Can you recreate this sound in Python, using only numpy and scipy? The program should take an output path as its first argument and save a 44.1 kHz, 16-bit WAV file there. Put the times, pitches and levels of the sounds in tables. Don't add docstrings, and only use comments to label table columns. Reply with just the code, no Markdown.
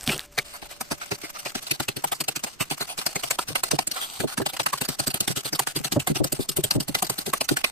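import sys
import numpy as np
from scipy import signal
from scipy.fft import rfft, irfft, next_fast_len
from scipy.io import wavfile

SR = 44100
rng = np.random.default_rng(int(sys.argv[2]) if len(sys.argv) > 2 else 0)


def wav_record(signal):
    frames = np.transpose(np.atleast_2d(signal))
    bounded = np.clip(frames, -1, 1)
    quanta = np.round(bounded * 32767).astype(np.int16)
    wavfile.write(sys.argv[1], SR, quanta)


N = 340011

# pitch in Hz, bandwidth in Hz, level in dB.
BOWL_MODES = [(663, 250, -5), (770, 144, 0.5), (1072, 97, -8), (1277, 110, -5), (1476, 470, -3),
              (2024, 56, -5), (2490, 510, -5.5), (2875, 415, -2), (3310, 540, -8.5), (3494, 740, -8.5),
              (3754, 240, -5), (4185, 147, -2), (4530, 210, -1), (4380, 360, -6), (5030, 450, -3.5),
              (6080, 500, -4), (6630, 4500, -16), (7960, 880, 2.5), (8680, 350, 2.5), (9080, 320, 1),
              (9620, 310, 0.5), (11140, 4200, -23), (12300, 390, 4), (12300, 1350, -5), (13770, 3900, -1),
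              (15600, 810, -27)]
# pitch in Hz, bandwidth in Hz, level in dB.
BOARD_MODES = [(87, 82, -20), (140.4, 26.5, 4), (185, 120, -5), (266, 100, -2.5), (314, 81, 1.5),
               (389.5, 49, 1.5), (594, 157, -4.5)]
# time in seconds, width from 0 (centred) to 1.
STEREO_WIDTH = [(0, 0), (.36, 0.1), (.39, 0.68), (.7, 1), (7.71, 0.94)]
# frequency in Hz, relative level in dB.
ROOM_SPECTRUM = [(20, -20), (45, -36), (110, -26.5), (340, -28), (700, -38), (3300, -39.5), (7000, -43),
                 (11000, -57), (16000, -59)]
# time in seconds, rms level in dB.
TONE_FADE = [(0, -60), (1.5, -61), (2.2, -86), (3.0, -88)]
# time in seconds, rms level in dB.
RUMBLE_LEVEL = [(0,-49),(.79,-63),(1.1,-72),(1.719,-75),(2.98,-65),(3.6,-58),(4,-71),(4.87,-69),(6.1,-73),(6.72,-60),(7.71,-59)]
# time in seconds, rms level in dB.
CRACKLE_LEVEL = [(0,-50),(.3,-53),(.6,-51.5),(1.4,-43.5),(2.2,-55),(3,-46),(3.7,-55.5),(4.1,-58),(4.4,-61),(5.2,-47.5),(6,-51.5),(6.8,-64),(7.2,-42.5),(7.71,-71)]
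# start in seconds, contact in ms, chatter level in dB, featured ring in Hz,
# bass and treble in dB against the chatter, drag length in ms, drag level in dB, board knock in dB.
FORK_STROKES = [(.091,11.5,-24.5,2270,-6,-18,79,-36.5,-26.5),(.379,20.4,-25,2200,-3,-6,57,-47,-33.5),(0.623,17,-42,815,4,-8,56,-48,-40),(0.706,43,-43.5,6060,-0.5,-1,86.4,-50.5,-62),
                (0.809,14,-30.5,5660,0.5,3,85.32,-51.5,-36.5),(0.913,27,-28.5,4760,0,-2,54.5,-43.5,-25.5),(1.014,37,-37.5,1390,-4,-6,93.96,-47.5,-59),(1.114,14.5,-27.5,910,3,-8,49.6,-38.5,-25.5),
                (1.216,8.4,-43,2130,-19,2,96,-46,-62),(1.351,37,-39.5,1180,0,-17,106,-49.5,-60),(1.458,21,-32.5,2400,2,-8,54.7,-37.5,-37),(1.552,11.5,-27,804,-0.5,-6,47,-37,-30),
                (1.625,18,-42.5,5790,-5,5.5,75.6,-45.5,-54),(1.711,15,-20,2570,-14,-1,57,-40,-27.5),(1.8,12,-25,860,-1.5,-2.5,54,-40,-26.5),(1.884,12,-23,2650,-9.5,-4,47.4,-42.5,-28),
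                (1.966,10,-28.5,4480,-15,-1,48.4,-43.5,-30),(2.041,10.3,-30,824,14.5,6,55,-46,-36),(2.119,22,-28.5,774,5,4,68.04,-62,-37),(2.205,15,-23.5,4450,-8,-0.5,31,-48,-32),
                (2.283,13.5,-22.5,2750,-4.5,0,51,-43.5,-36),(2.36,16.4,-27,2560,-13,0,31.48,-43,-35.5),(2.437,15,-26.5,5100,-1,1,118,-48,-34.5),(2.605,37.5,-26.5,2670,-2,-1.5,97.2,-54,-25),
                (2.71,26,-27,3350,-3,-3.5,48,-37,-28.5),(2.808,36,-26.5,4120,-5,-6,62.04,-43,-33),(2.892,62,-36,820,-1,-1,72.36,-49.5,-55),(2.984,21,-29,4200,-7.5,-1,57,-39,-37),
                (3.064,10.4,-18.5,4450,-3.5,-3,73,-40.5,-37),(3.157,13,-27.5,2120,3,2,62,-42,-30.5),(3.234,14.6,-27.5,714,3,-2,38,-38.5,-39),(3.308,12.4,-23,2190,-5,4.5,55.6,-38.5,-40),
                (3.389,8.2,-23.5,1310,4,-1.5,47,-38,-42),(3.483,16,-30.5,2640,-20,-2.5,55.5,-40,-34.5),(3.555,10,-20.5,2070,-1,-3,54.6,-37,-47),(3.635,8.3,-23.5,1330,0.5,5.5,57.5,-38.5,-41.5),
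                (3.712,11.2,-18.5,6070,-9,-1.5,55,-37.5,-36),(3.789,7.1,-18.5,673,4,-4.5,43.6,-38,-32),(3.872,9.2,-29,2770,-17,10,40,-49,-38.5),(3.914,11,-22.5,4400,-35,-5.5,32.4,-43,-43),
                (4.202,16,-29,1410,-4.5,0,54,-42.5,-26),(4.377,16,-28,1640,-5,1.5,46.44,-41.5,-26),(4.461,15,-22.5,4800,-2.5,-1.5,44,-44,-34),(4.534,24,-36.5,2980,1.5,0.5,60,-49,-43),
                (4.598,10.6,-21.5,810,1,-11,26.85,-32.5,-34),(4.662,10.6,-23,1290,5.5,-1,50,-38,-38.5),(4.731,15,-30,1126,10.5,3,39,-38.5,-36.5),(4.813,14,-26,2720,-4,3,48.6,-39,-28.5),
                (4.887,10.4,-25,4200,-9,1,70,-38.5,-26.5),(4.994,16,-23,4350,-3.5,0,60,-38,-27),(5.07,16.5,-23,4760,-7,1,31,-40,-29.5),(5.142,7.1,-24.5,3930,-5.5,4.5,38,-37,-32),
                (5.205,8.4,-20,4260,-19,4,53,-40,-30),(5.277,10,-22,3550,-6,0,56,-33.5,-27),(5.367,22,-27.5,3900,-14,-1,52.3,-35.5,-29),(5.454,20,-29.5,4200,-11.5,-1.5,47,-36,-34),
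                (5.528,16.5,-22.5,4740,-8.5,-8,49,-52,-27.5),(5.593,8.9,-21,880,5,4.5,49,-38.5,-35),(5.671,9,-26,1530,1,1.5,54,-38.5,-35),(5.76,20,-23.5,4750,-14,-2.5,47.52,-39,-26),
                (5.846,16,-23,730,-11,-3.5,42.4,-37.5,-32.5),(5.921,13.6,-21.5,4900,-4,-3.5,53,-42,-26.5),(5.998,11,-25.5,2780,-10,-3,36.5,-41.5,-37),(6.073,11,-26,4700,4.5,4.5,49.6,-37.5,-30.5),
                (6.156,24,-24.5,2860,-12,-7,57.24,-40.5,-28),(6.242,10,-24,5130,-12,2,30,-41,-25.5),(6.323,11,-27,4360,-17,7.5,62.96,-46,-25),(6.405,42,-34.5,3570,-17,-1,69.12,-47.5,-40),
                (6.49,12,-22,5100,-29,0,55.4,-52,-30.5),(6.567,15,-29,3020,-10,9,50,-43,-33),(6.639,13.7,-21.5,3200,-38,3,55,-44,-27.5),(6.709,10.7,-14.5,4600,-14.5,-6.5,60,-39,-35),
                (6.803,12,-23.5,5000,-36,-2.5,29.63,-44,-27.5),(6.882,19,-31.5,4270,-4,2,58,-50,-31),(6.948,11.6,-18,1680,-8.5,-7,62,-40.5,-33.5),(7.024,9,-24,676,6.5,5,38,-39.5,-29),
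                (7.097,10,-24.5,4650,0,4.5,50,-41.5,-29),(7.184,16.5,-25.5,4340,-14,-2.5,52.5,-42.5,-33),(7.263,12,-29,4230,-21,0,45,-38.5,-33.5),(7.334,10.4,-27,1210,10,6.5,43.7,-40,-33),
                (7.409,13,-20,4540,-3.5,-2.5,39.96,-43,-33),(7.489,11,-18,4330,-9.5,-4,56.5,-36.5,-42),(7.568,13,-26,1660,-6.5,3,54.6,-38.5,-39),(7.642,8.4,-16,2590,-5.5,-6.5,60.4,-39.5,-34.5)]
# start in seconds,
# length in ms, level in dB.
EXTRA_SQUELCHES = [(.006,63,-49.5),(.064,21,-36),(0.174,80,-49.5),(.348,25,-57),(.447,150,-48.5),(1.695,13,-42),(3.939,304,-42),(4.275,69,-39)]
# time in seconds, bass and treble in dB against the drag level.
DRAG_EQ = [(0,-9,-2),(1.3,-10.5,-6),(2.2,-12,-5),(3.5,-6.5,-2),(4.5,-7,-3),(5.5,-10.5,-1.5),(6.5,-3.5,2),(7.71,-8,-2)]
# start in seconds, peak in dB, pitch in Hz.
ENTRY_TICKS = [(.01,-17,7470),(.0324,-21,8710),(0.0407,-17.5,8710),(.0654,-21,7860),(0.0764,-4,3540),(.0927,-21,2360),(0.1034,-12,2600),
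               (.1226,-29,2750),(0.145,-16,4220),(0.179,-15,7600),(0.187,-27,1720),(.194,-11.5,3830),(0.202,-29,1730),(.2064,-21,4850),(.2124,-27,3400),(0.26,-31,8510),(0.3876,-6.5,3820)]
# start in seconds, contact in ms, knock in dB, deep note in dB.
BOWL_ROCKS = [(0.076,5.9,-22.5,-24),(0.128,18,-32.5,-37),(0.159,14,-39,-46),(1.234,5.6,-32,-44),(3.504,12,-34.5,-31),(3.731,9.2,-18.5,-20),(4.238,7.4,-16.5,-24.5),
              (4.402,6.7,-18,-26.5),(5.079,14,-35,-32),(5.299,9.2,-27.5,-23),(5.798,8.6,-33,-29),(5.961,11,-15.5,-16.5),(6.101,10,-16.5,-18),(6.202,15,-16,-17.5),(6.391,5.2,-17.5,-20.5),
              (6.583,6.9,-17.5,-19),(6.751,11.6,-19,-17),(6.771,9.8,-19,-25),(6.893,10.4,-27,-26.5),(7.273,9.2,-25,-29),(7.51,8.4,-14.5,-20)]
# time in seconds, level in dB against a stroke's knock.
DEEP_NOTE = [(0,-1),(1,-3.5),(2,-2.5),(3,-1),(3.8,-3),(4.7,-0.5),(5.5,-0.5),(6.2,0),(7,0),(7.71,-10)]
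# time in seconds, level in dB against the deep note.
SUB_PUSH = [(0,-9),(3.5,-14),(4.3,-15),(5.1,-12),(5.9,-16),(6.7,-14),(7.71,-16)]
# start in seconds, contact in ms, chatter level in dB,
# featured ring in Hz.
GLASS_BRUSHES = [(0.115,33,-28.5,2800),(.536,48,-44.5,970),(0.655,13,-49,830),(1.236,38,-39,2200),(1.388,25,-36,5530),(1.668,13,-31,3940),
                 (1.736,23,-39,4540),(1.823,28,-38,4760),(2.072,24,-36.5,5930),(2.145,37,-41,5030),(2.239,16,-36.5,4600),(2.393,17,-41,2930),(2.467,31,-39,830),
                 (3.014,16,-35.5,1160),(3.103,24,-51,4470),(3.194,17,-36,4380),(3.274,22,-34.5,5440),(3.753,10,-46,800),(3.961,45,-33.5,1300),(4.011,65,-30.5,3240),
                 (4.136,11,-39,5800),(4.323,25,-41,1490),(4.417,14.5,-35,1670),(4.489,27,-33.5,3550),(4.567,9.1,-29,2870),(4.631,14,-34,5280),
                 (4.776,18.5,-32,5400),(4.849,17,-29,4760),(5.033,13,-44,5850),(5.102,21,-29,4750),(5.549,20,-26.5,4970),(6.27,18,-35,5900),
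                 (6.35,27,-38.5,5070),(6.515,23,-37,5760),(6.827,20,-41,5800),(6.984,19,-32.5,5460),(7.045,13,-31,4600),(7.066,12.5,-31.5,3830),
                 (7.21,12,-35.5,4800),(7.373,11,-34.5,5900),(7.442,23,-36,5860)]
# time in seconds, base level in dB against
CHATTER_BODY = [(0,-1.5),(.8,0),(1.4,-3.5),(2,-5),(2.7,-4.5),(3.5,-6),(4.3,-5.5),(5,-4),(5.8,-7),(6.5,-5.5),(7,-7.5),(7.71,-1)]
DRAG_BANDS_HZ = (500, 1200, 6500, 10500, 16000)
BOARD_BANDS_HZ = (20, 90, 220, 520)
TINE_BANDS_HZ = (500, 1200, 2700, 6500, 10500, 16000)
# start in seconds, peak in dB.
RIM_CLINKS = [(.379, -45), (3.555, -38), (6.073, -22), (7.643, -21.5)]

PRE_ROLL_MS = 12


def from_db(db):
    return 10 ** (np.asarray(db) / 20)


def curve_at(s, curve):
    return np.interp(s, *np.transpose(curve))


def width_at(s):
    return curve_at(s, STEREO_WIDTH)


def grit(uneven_db, lump_db, lump_ms):
    size = N + SR
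    noise = rng.standard_normal((3, size))
    trains = noise * from_db(uneven_db * np.minimum(rng.exponential(1, (3, size)), 6))
    waver = np.interp(np.arange(size) * 1000 / SR / lump_ms, np.arange(9000), rng.standard_normal(9000))
    return trains / trains.std() * from_db(lump_db * waver)


def contact_envelope(ms, rise_ms, fall_ms, sag_db, tail_ms):
    size = next_fast_len(int((PRE_ROLL_MS + ms + tail_ms) * SR / 2000)) * 2
    t_ms = np.arange(size) * 1000 / SR - PRE_ROLL_MS
    rise = np.exp(-.5 * (np.minimum(t_ms - rise_ms, 0) / rise_ms) ** 2)
    hold = from_db(-sag_db * np.clip(t_ms / ms, 0, 1))
    return rise * hold * np.exp(-np.maximum(t_ms - ms, 0) / fall_ms)


def resonator(modes, width, size, spread_db, low_hz, high_hz):
    hz = np.arange(size // 2 + 1) * SR / size
    centre, bandwidth, level = np.transpose(modes)[:, :, None]
    strength = from_db(level + spread_db * rng.standard_normal((len(modes), 1)))
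    left, turn = rng.random((2, len(modes)))
    phase = np.exp(2j * np.pi * np.array([left, left + width * (turn - .5)]))
    low_cut = (1j * hz / (low_hz + 1j * hz)) ** 2
    high_cut = 1 / (1 + 1j * hz / high_hz) ** 2
    return low_cut * high_cut * (phase @ (strength / (1 + 2j * (hz - centre) / bandwidth)))


def add_contact(out, s, envelope, trains, response, bands_hz, bands_db, apart):
    start = round((s - PRE_ROLL_MS / 1000) * SR)
    skip = max(-start, 0)
    size = len(envelope)
    common, *own = trains[:, start + skip:start + skip + size]
    own_share = apart * width_at(s)
    force = np.sqrt(1 - own_share) * common + np.sqrt(own_share) * np.array(own)
    spectrum = rfft(envelope * force) * response
    hz = np.arange(spectrum.shape[1]) * SR / size
    power = np.mean(abs(spectrum) ** 2, axis=0) / np.sum(envelope ** 2)
    eq_hz, eq_db = [], []
    for low, high, db in zip(bands_hz, bands_hz[1:], bands_db):
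        band_power = power[(hz >= low) & (hz < high)].sum() / len(hz)
        eq_hz += [low * 1.1, high / 1.1]
        eq_db += [db - 10 * np.log10(band_power)] * 2
    eq = from_db(np.interp(np.log(hz + 1), np.log(eq_hz), eq_db))
    out[:, start + skip:start + size] += irfft(spectrum * eq, size)[:, skip:N - start]


def room_tone(air_db=-56.5, tone_hz=583):
    hz = np.arange(N // 2 + 1) * SR / N + 1
    t = np.arange(N) / SR
    eq_hz, eq_db = np.transpose(ROOM_SPECTRUM)
    colour = from_db(np.interp(np.log(hz), np.log(eq_hz), eq_db))
    mid, side = irfft(rfft(rng.standard_normal((2, N))) * colour, N)
    air = (mid + 1.03 * width_at(t) * side * [[1], [-1]]) / mid.std()
    tone = np.sqrt(2) * from_db(curve_at(t, TONE_FADE)) * np.sin(2 * np.pi * tone_hz * t)
    return from_db(air_db) * air + tone


def kitchen_rumble():
    t = np.arange(N) / SR
    sub_band = signal.butter(2, [15, 55], "band", fs=SR, output="sos")
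    mid, side = signal.sosfilt(sub_band, rng.standard_normal((2, N)))
    rumble = (mid + 0.56 * width_at(t) * side * [[1], [-1]]) / mid.std()
    return from_db(curve_at(t, RUMBLE_LEVEL)) * rumble


def sticky_crackle():
    t = np.arange(N) / SR
    common, *own = grit(uneven_db=4.0, lump_db=7.5, lump_ms=9.0)[:, :N]
    force = np.sqrt(1 - width_at(t)) * common + np.sqrt(width_at(t)) * np.array(own)
    bowl = abs(resonator(BOWL_MODES, width=0, size=2048, spread_db=0.94, low_hz=350, high_hz=21000)[0])
    colour = np.interp(np.linspace(0, 1, N // 2 + 1), np.linspace(0, 1, len(bowl)), bowl)
    crackle = irfft(rfft(force) * colour, N)
    return from_db(curve_at(t, CRACKLE_LEVEL)) * crackle / crackle.std()


def wet_drag(lead_share=0.38, top_drop_db=6.0):
    out = np.zeros((2, N))
    times, *eq_curves = np.transpose(DRAG_EQ)
    drags = [(s - lead_share * touch_ms / 1000, ms, db) for s, touch_ms, *_, ms, db, _ in FORK_STROKES]
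    for layer in range(2):
        trains = grit(uneven_db=2.0, lump_db=3.0, lump_ms=3.6)
        for s, ms, db in drags + EXTRA_SQUELCHES:
            bass_db, treble_db = [np.interp(s, times, curve) for curve in eq_curves]
            bands_db = db + np.array([bass_db, 0, treble_db, treble_db - top_drop_db])
            envelope = contact_envelope(ms, rise_ms=2.9 + 0.018 * ms, fall_ms=2.3 + 0.021 * ms,
                                        sag_db=4, tail_ms=52)
            bowl = resonator(BOWL_MODES, width_at(s), len(envelope),
                             spread_db=1.5, low_hz=180, high_hz=29000)
            add_contact(out, s, envelope, trains, bowl, DRAG_BANDS_HZ, bands_db, apart=.3)
    return out


def sticky_ticks(snap_s=0.00047, ring_cycles=2.0):
    out = np.zeros(N)
    t = np.arange(SR // 100) / SR
    for s, db, hz in ENTRY_TICKS:
        snap = 0.51 * rng.standard_normal(len(t)) * np.exp(-t / snap_s)
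        ring = np.sin(2 * np.pi * hz * t) * np.exp(-t * hz / ring_cycles)
        tick = snap + ring
        out[round(s * SR):][:len(t)] += from_db(db) * tick / abs(tick).max()
    return out


def board_knocks(knock_ms=9.9):
    out = np.zeros((2, N))
    trains = grit(uneven_db=2.5, lump_db=1.0, lump_ms=6.7)
    knocks = [(s, knock_ms, db, db + curve_at(s, DEEP_NOTE)) for s, *_, db in FORK_STROKES]
    for s, ms, db, deep_db in knocks + BOWL_ROCKS:
        push_db = deep_db + curve_at(s, SUB_PUSH)
        envelope = contact_envelope(ms, rise_ms=3.2, fall_ms=8.9, sag_db=5.5, tail_ms=58)
        board = resonator(BOARD_MODES, width_at(s), len(envelope),
                          spread_db=2.03, low_hz=8.5, high_hz=666)
        add_contact(out, s, envelope, trains, board, BOARD_BANDS_HZ, [push_db, deep_db, db], apart=.15)
    return out


def tine_chatter(hold_share=0.59, top_drop_db=3.5, body_hz=1670, body_octaves=0.87):
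    out = np.zeros((2, N))
    trains = grit(uneven_db=2.5, lump_db=1.5, lump_ms=5.0)
    brushes = []
    for s, ms, db, hz in GLASS_BRUSHES:
        bass_db = 1.5 - 5.5 * np.log2(hz / 1000)
        treble_db = 0.35 * (-39 - db)
        brushes.append((s, ms, db, hz, bass_db, treble_db))
    for s, ms, db, hz, bass_db, treble_db, *_ in FORK_STROKES + brushes:
        lift_db = 9 * np.exp(-(np.log2(hz / body_hz) / body_octaves) ** 2)
        body_db = curve_at(s, CHATTER_BODY) + 0.21 * bass_db + lift_db
        bands_db = db + np.array([bass_db, body_db, 0, treble_db, treble_db - top_drop_db])
        envelope = contact_envelope(ms * hold_share, rise_ms=0.93 + 0.14 * ms, fall_ms=2.72 + 0.12 * ms,
                                    sag_db=4.0, tail_ms=20)
        featured_ring = (hz, 90 + 0.046 * hz, 9 - 1.4 * np.log2(hz / 1000))
        bowl = resonator(BOWL_MODES + [featured_ring], width_at(s), len(envelope),
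                         spread_db=3.8, low_hz=215, high_hz=24000)
        add_contact(out, s, envelope, trains, bowl, TINE_BANDS_HZ, bands_db, apart=.2)
    return out


def rim_clinks(rim_hz=2077, t60_s=0.084):
    out = np.zeros((2, N))
    for (s, db), turn in zip(RIM_CLINKS, rng.random(len(RIM_CLINKS))):
        start = round(s * SR)
        t = np.arange(N - start) / SR
        phase = 2 * np.pi * (rim_hz * t + turn * width_at(s) * np.array([[0], [1]]))
        out[:, start:] += from_db(db - 60 * t / t60_s) * np.sin(phase)
    return out


def scene():
    strokes = tine_chatter() + wet_drag() + board_knocks()
    return strokes + sticky_ticks() + sticky_crackle() + rim_clinks() + kitchen_rumble() + room_tone()


def record(dry):
    return signal.sosfilt(signal.cheby2(12, 70, 16300, fs=SR, output="sos"), dry)


dry = scene()
out = record(dry)
wav_record(out)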